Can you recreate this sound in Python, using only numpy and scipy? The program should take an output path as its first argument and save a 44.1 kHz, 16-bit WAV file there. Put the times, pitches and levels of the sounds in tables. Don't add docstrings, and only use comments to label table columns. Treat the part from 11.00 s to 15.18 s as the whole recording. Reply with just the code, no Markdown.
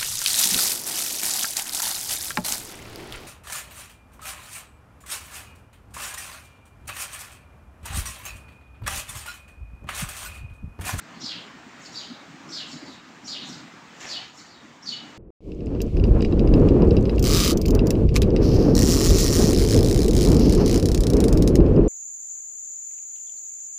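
import sys
import numpy as np
from scipy import signal
from scipy.fft import rfft, irfft, next_fast_len
from scipy.io import wavfile
from scipy.ndimage import uniform_filter1d, map_coordinates

SR = 44100
rng = np.random.default_rng(int(sys.argv[2]) if len(sys.argv) > 2 else 0)


def level_to_linear(level):
    exponent = np.asarray(level, float) / 20
    return 10 ** exponent


def transcribe(signal):
    frames = np.atleast_2d(signal).T
    limited = np.clip(frames, -1, 1)
    pcm = np.round(limited * 32767).astype(np.int16)
    wavfile.write(sys.argv[1], SR, pcm)


N = 184229

# (time [s], level [dB])
YARD_LEVEL = [(0.0, -50.5), (0.36, -47), (0.58, -50), (1.8, -48), (1.99, -50), (2.27, -50), (2.44, -47.5),
              (2.85, -50), (3.13, -47.5), (3.33, -53.5), (3.88, -51), (4.08, -48), (4.18, -49)]
# (frequency [Hz], density [dB per Hz])
YARD_SPECTRUM = [(20, -56.5), (40, -31.5), (64, -17.5), (110, -10), (300, -6.5), (480, -13), (674, -11),
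                 (1280, -10), (2070, -12.5), (3300, -19), (7020, -27), (8300, -34), (10100, -51.5),
                 (15500, -46.5)]
# (time [s], level [dB])
BREEZE_LEVEL = [(0, -52), (.33, -47), (.6, -51), (1.22, -56), (1.35, -44.5), (1.95, -50.5), (2.5, -44.5),
                (2.75, -50.5), (3.5, -55.5), (3.83, -54), (3.9, -43.5), (4.18, -54.5)]
# (time [s], peak level [dB])
PUFFS = [(.18, -46), (.235, -38), (.37, -39.5), (.67, -43), (.75, -57.5), (0.929, -41), (1.124, -38),
         (1.3, -38), (1.45, -47.5), (1.52, -40), (1.58, -50), (1.762, -36.5), (1.831, -39), (1.89, -40),
         (2.25, -40.5), (2.44, -47), (2.569, -50.5), (2.64, -47.5), (3.65, -45), (3.7, -51.5)]
# (frequency [Hz], density [dB per Hz])
BUFFET_SPECTRUM = [(60, -36), (110, -14), (173, 0), (205, -6), (237, 3), (325, -4.5), (389, -23),
                   (500, -38), (900, -120)]
# (time of peak [s], peak level [dB], rise [dB/s], fade [dB/s])
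STROKES = [(.26, -68.5, 300, 130.5), (.855, -73.5, 193, 133), (.96, -72.5, 200, 65.5),
           (1.55, -70.5, 200.5, 79), (1.71, -73, 170, 120), (1.94, -79, 55, 200), (2.3, -68, 227.5, 129.5),
           (2.49, -69.5, 183, 126), (3.008, -68, 1200, 59.5), (3.12, -66.5, 104.5, 139),
           (3.38, -74, 219.5, 89), (3.9, -71.5, 214.5, 190)]
# (frequency [Hz], density [dB per Hz])
BRISTLE_SPECTRUM = [(1500, -27.5), (4000, -7.5), (7200, 1), (8500, -17.5), (9800, -27), (11300, -24.5),
                    (12600, -31), (14000, -28), (15200, -22.5), (16000, -54)]
# (frequency [Hz], density [dB per Hz])
DIRT_SPECTRUM = [(240, -46), (450, -20), (750, -1.5), (1200, -14), (1800, -2.5), (3060, -5.5), (6990, -18),
                 (9790, -50.5), (15500, -48)]
# (time [s], peak level [dB], pitch [Hz])
CLODS = [
    (1.119, -43.5, 977),
    (3.003, -41, 789),
    (3.055, -22.5, 1915),
]
# (frequency [Hz], time to fall 60 dB [s])
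SHED_DECAY = [(2500, 0.85), (4500, 0.612), (7500, 0.458), (15000, 0.714)]
# (multiple of the pitch, level [dB])
OVERTONES = [(2, -73), (3, -66.5)]
# (delay [s], first [Hz], middle [Hz], last pitch [Hz], level [dB])
SLUR = [
    (-.032, 5179, 5758, 5341, -9.5),
    (0, 4358, 4906, 4660, -1.5),
    (.019, 4750, 4300, 3910, -3),
    (.042, 4250, 3655, 3199, -1.5),
    (.069, 3348, 2935, 2848, -3.5),
]
# (time [s], level [dB], pace, fade [dB/s], hold of the middle step [0-1])
CHIRPS = [(.232, -31.5, 1.12, -29, 0.04), (.951, -36.5, 0.759, -69, 0), (1.52, -33.5, 1.124, -26, 0.27),
          (2.275, -31.5, 1.014, -38.5, 0), (3.087, -33.5, 0.875, -11, 0.58), (3.855, -36.5, .92, 52.5, 0.9)]
# (delay [s], first [Hz], middle [Hz], last pitch [Hz], level [dB])
CALL = [
    (-.022, 6095, 7392, 6910, -10.5),
    (0, 5395, 5400, 5304, -5),
    (.025, 4750, 4400, 3800, -1.5),
    (.027, 7260, 6806, 6470, -9),
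]
# (delay [s], first [Hz], middle [Hz], last pitch [Hz], level [dB])
REPLY = [
    (-.045, 4864, 4514, 4374, -1.5),
    (0, 4804, 4265, 3847, 3),
    (.04, 3930, 3740, 3740, 2.5),
]
# (time [s], level [dB], pace, fade [dB/s], hold of the middle step [0-1])
CALLS_AT = [(0.827, -43.5, 0.767, 0.5, 0), (1.685, -41.5, 1.053, -1.5, 0), (2.485, -43, 1.4, -0.5, 0),
            (3.362, -45, 0.91, -79, 0.001)]
# (time [s], level [dB], pace, fade [dB/s], hold of the middle step [0-1])
REPLIES_AT = [(1.08, -51, 1.1, -0.5, 0.014), (1.858, -49.5, 1.14, -40, 0.0084), (3.501, -55.5, 0.94, -3, 0)]
# (time [s], pitch [Hz], fall [share of pitch], level [dB])
PEEPS = [(.14, 4430, 0.028, -54.5), (0.208, 4520, -0.1987, -41.5), (.21, 6540, 0.031, -50.5),
         (.936, 3973, -0.028, -43.5), (.95, 4597, 0.0322, -37), (.98, 6730, 0.0044, -49),
         (1.501, 7414, 0.037, -53), (1.76, 4800, .14, -55), (2.263, 6827, -0.0305, -44),
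         (2.41, 3790, 0.11, -38.5), (3.844, 6287, -0.014, -50.5), (3.885, 6862, -0.027, -46.5)]
# (time [s], half width [s], gain [dB])
DUCKS = [(.8, 0.0153, 1), (2.02, 0.023, -1.5), (2.23, 0.026, -0.5), (3.32, 0.015, -1.5), (3.8, 0.043, -1.5)]

PUFF_S = 0.01865
STROKE_REST_DB = -88.5
POUR_S, POUR_DB = 2.999, -44.5
POUR_FIRST_DB, POUR_BUILDS_S = -5, 0.0474
POUR_THINS_DB_PER_S = 19.5
POUR_ENDS_S, POUR_STOPS_DB_PER_S = 3.253, 169.5
NOTE_S = 0.02743
HELD_HZ, HELD_DB, HELD_GLIDE = 4443, 9.5, 0.189
BURR_PER_GLIDE, BURR_PER_DRAWL_HZ, CLEAR_PACE = 0.246, 700, 0.839


def unit(x):
    return x / np.sqrt(np.mean(x ** 2) + 1e-20)


def along(points, hz):
    f, v = np.transpose(points)
    return np.interp(np.log(hz + 1), np.log(f + 1), v)


def curve(rows):
    s, db = np.transpose(rows)
    return level_to_linear(np.interp(np.arange(N) / SR, s, db, left=-120, right=-120))


def wobble(rate):
    knots = rng.standard_normal(int(N * rate / SR) + 4)
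    return map_coordinates(knots, [np.arange(N) * rate / SR])


def coloured(x, spectrum, band):
    m = next_fast_len(N + 8192)
    hz = np.fft.rfftfreq(m, 1 / SR)
    z = rfft(x, m) * level_to_linear(along(spectrum, hz))
    inside = irfft(z * (hz > band[0]) * (hz < band[1]), m)[:N]
    return irfft(z, m)[:N] / np.std(inside)


def gritty(grit_db, patchy_db):
    grain_size = np.minimum(rng.exponential(size=N), 4)
    raw = rng.standard_normal(N) * level_to_linear(grit_db * grain_size)
    z = signal.stft(raw, nperseg=512)[2]
    field = uniform_filter1d(rng.standard_normal(z.shape), 3, 0)
    field = uniform_filter1d(field, 10, 1)
    return signal.istft(z * level_to_linear(patchy_db * unit(field)), nperseg=512)[1][:N]


def yard():
    drift = level_to_linear(.4 * wobble(7))
    return curve(YARD_LEVEL) * drift * coloured(gritty(0, 1.684), YARD_SPECTRUM, (500, 2400))


def wind():
    t = np.arange(N) / SR
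    lumps = level_to_linear(0.48 * wobble(16) + 2.12 * wobble(35))
    push = curve(BREEZE_LEVEL)
    for s, db in PUFFS:
        push += level_to_linear(db - 4.5) * np.exp(-((t - s) / PUFF_S) ** 2)
    return level_to_linear(-3.0) * push * coloured(lumps * gritty(0, 1.36), BUFFET_SPECTRUM, (110, 380))


def swells(rows, rest_db):
    t = np.arange(N) / SR
    level = np.full(N, rest_db)
    for s, db, rise, fade in rows:
        below_peak = np.maximum(rise * (s - t), fade * (t - s))
        level = np.maximum(level, db - below_peak)
    return level_to_linear(level)


def broom():
    grit = coloured(gritty(2.58, 3.02), BRISTLE_SPECTRUM, (9500, 15400))
    return swells(STROKES, STROKE_REST_DB) * grit


def pan():
    now = np.arange(N) / SR
    since = now - POUR_S
    flow_db = POUR_DB + POUR_FIRST_DB * np.maximum(1 - since / POUR_BUILDS_S, 0)
    flow_db -= POUR_THINS_DB_PER_S * since
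    flow_db -= POUR_STOPS_DB_PER_S * np.maximum(now - POUR_ENDS_S, 0)
    flow = (since > 0) * level_to_linear(flow_db)
    grains = coloured(gritty(3.48, 2.9), DIRT_SPECTRUM, (600, 2400))
    sliding = flow * level_to_linear(0.87 * wobble(40)) * grains
    t = np.arange(SR // 50) / SR
    for s, db, hz in CLODS:
        knock = level_to_linear(db - 60 * t / 0.00397) * np.sin(2 * np.pi * hz * t)
        sliding[round(s * SR):][:len(t)] += knock
    return sliding


def shed_tail():
    hz, t, z = signal.stft(rng.standard_normal(SR // 2), SR, nperseg=256)
    near_walls = level_to_linear(-11 - 60 * t / 0.047)
    late = level_to_linear(-60 * t / along(SHED_DECAY, hz)[:, None] - 6.7 * (t / 0.17) ** 2)
    tail = signal.istft(z * (late + near_walls), SR, nperseg=256)[1]
    return tail / np.linalg.norm(tail)


def phrases(shape, rows):
    notes = []
    for s, level, pace, fade, hold in rows:
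        hold = np.clip(hold, 0, 1)
        drawl_hz = BURR_PER_DRAWL_HZ * max(pace - CLEAR_PACE, 0)
        for k, (delay, first, middle, last, db) in enumerate(shape):
            held = hold * (k == len(shape) // 2)
            flattened = max(held, hold * (k == len(shape) - 1))
            glide = 1 - flattened * (1 - HELD_GLIDE)
            centre = middle + held * (HELD_HZ - middle)
            start = s + pace * max(delay, 0) + min(delay, 0)
            begin, end = centre + glide * (first - middle), centre + glide * (last - middle)
            note_db = level + db + fade * abs(delay) + held * HELD_DB
            notes.append((start, NOTE_S * np.sqrt(pace), begin, centre, end, note_db, drawl_hz * (delay >= 0)))
    return notes


def sparrow(notes, direct):
    out = np.zeros(N + SR)
    flutter = np.sin(2 * np.pi * np.cumsum(260 + 70 * wobble(60)) / SR)
    rasp = .38 * wobble(2400)
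    for s, length, first, middle, last, db, hoarse_hz in notes:
        start = round(s * SR)
        u = np.linspace(0, 1, max(round(length * SR), 64))
        bend = first * (1 - u) * (1 - 2 * u) + 4 * middle * u * (1 - u) + last * u * (2 * u - 1)
        burr_hz = hoarse_hz + BURR_PER_GLIDE * (abs(middle - first) + abs(last - middle))
        phase = 2 * np.pi * np.cumsum(bend + burr_hz * flutter[start:][:len(u)]) / SR
        whistle = np.sin(phase)
        for k, level in OVERTONES:
            if k * middle < SR / 3:
                whistle += level_to_linear(level) * np.sin(k * phase)
        whistle *= 1 + rasp[start:][:len(u)]
        swell = np.sin(np.pi * u ** .45) ** .7
        path = shed_tail()
        path[0] += direct
        heard = signal.fftconvolve(level_to_linear(db + 6.0) * swell * whistle, path)
        out[start:][:len(heard)] += heard
    return out[:N]


def scene():
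    peeps = [(s, NOTE_S, hz * (1 + fall), hz, hz * (1 - fall), db, 110) for s, hz, fall, db in PEEPS]
    far_notes = phrases(CALL, CALLS_AT) + phrases(REPLY, REPLIES_AT) + peeps
    ground = yard() + wind() + broom() + pan()
    birds = sparrow(far_notes, direct=.12) + sparrow(phrases(SLUR, CHIRPS), direct=.25)
    return np.tile(ground + birds, (2, 1))


def top_cut(x):
    return signal.sosfilt(signal.butter(12, 15650, fs=SR, output="sos"), x)


def record(dry):
    t = np.arange(N) / SR
    duck_db = sum(db * np.exp(-((t - s) / width) ** 2) for s, width, db in DUCKS)
    return top_cut(dry * level_to_linear(duck_db))


dry = scene()
out = record(dry)
transcribe(out)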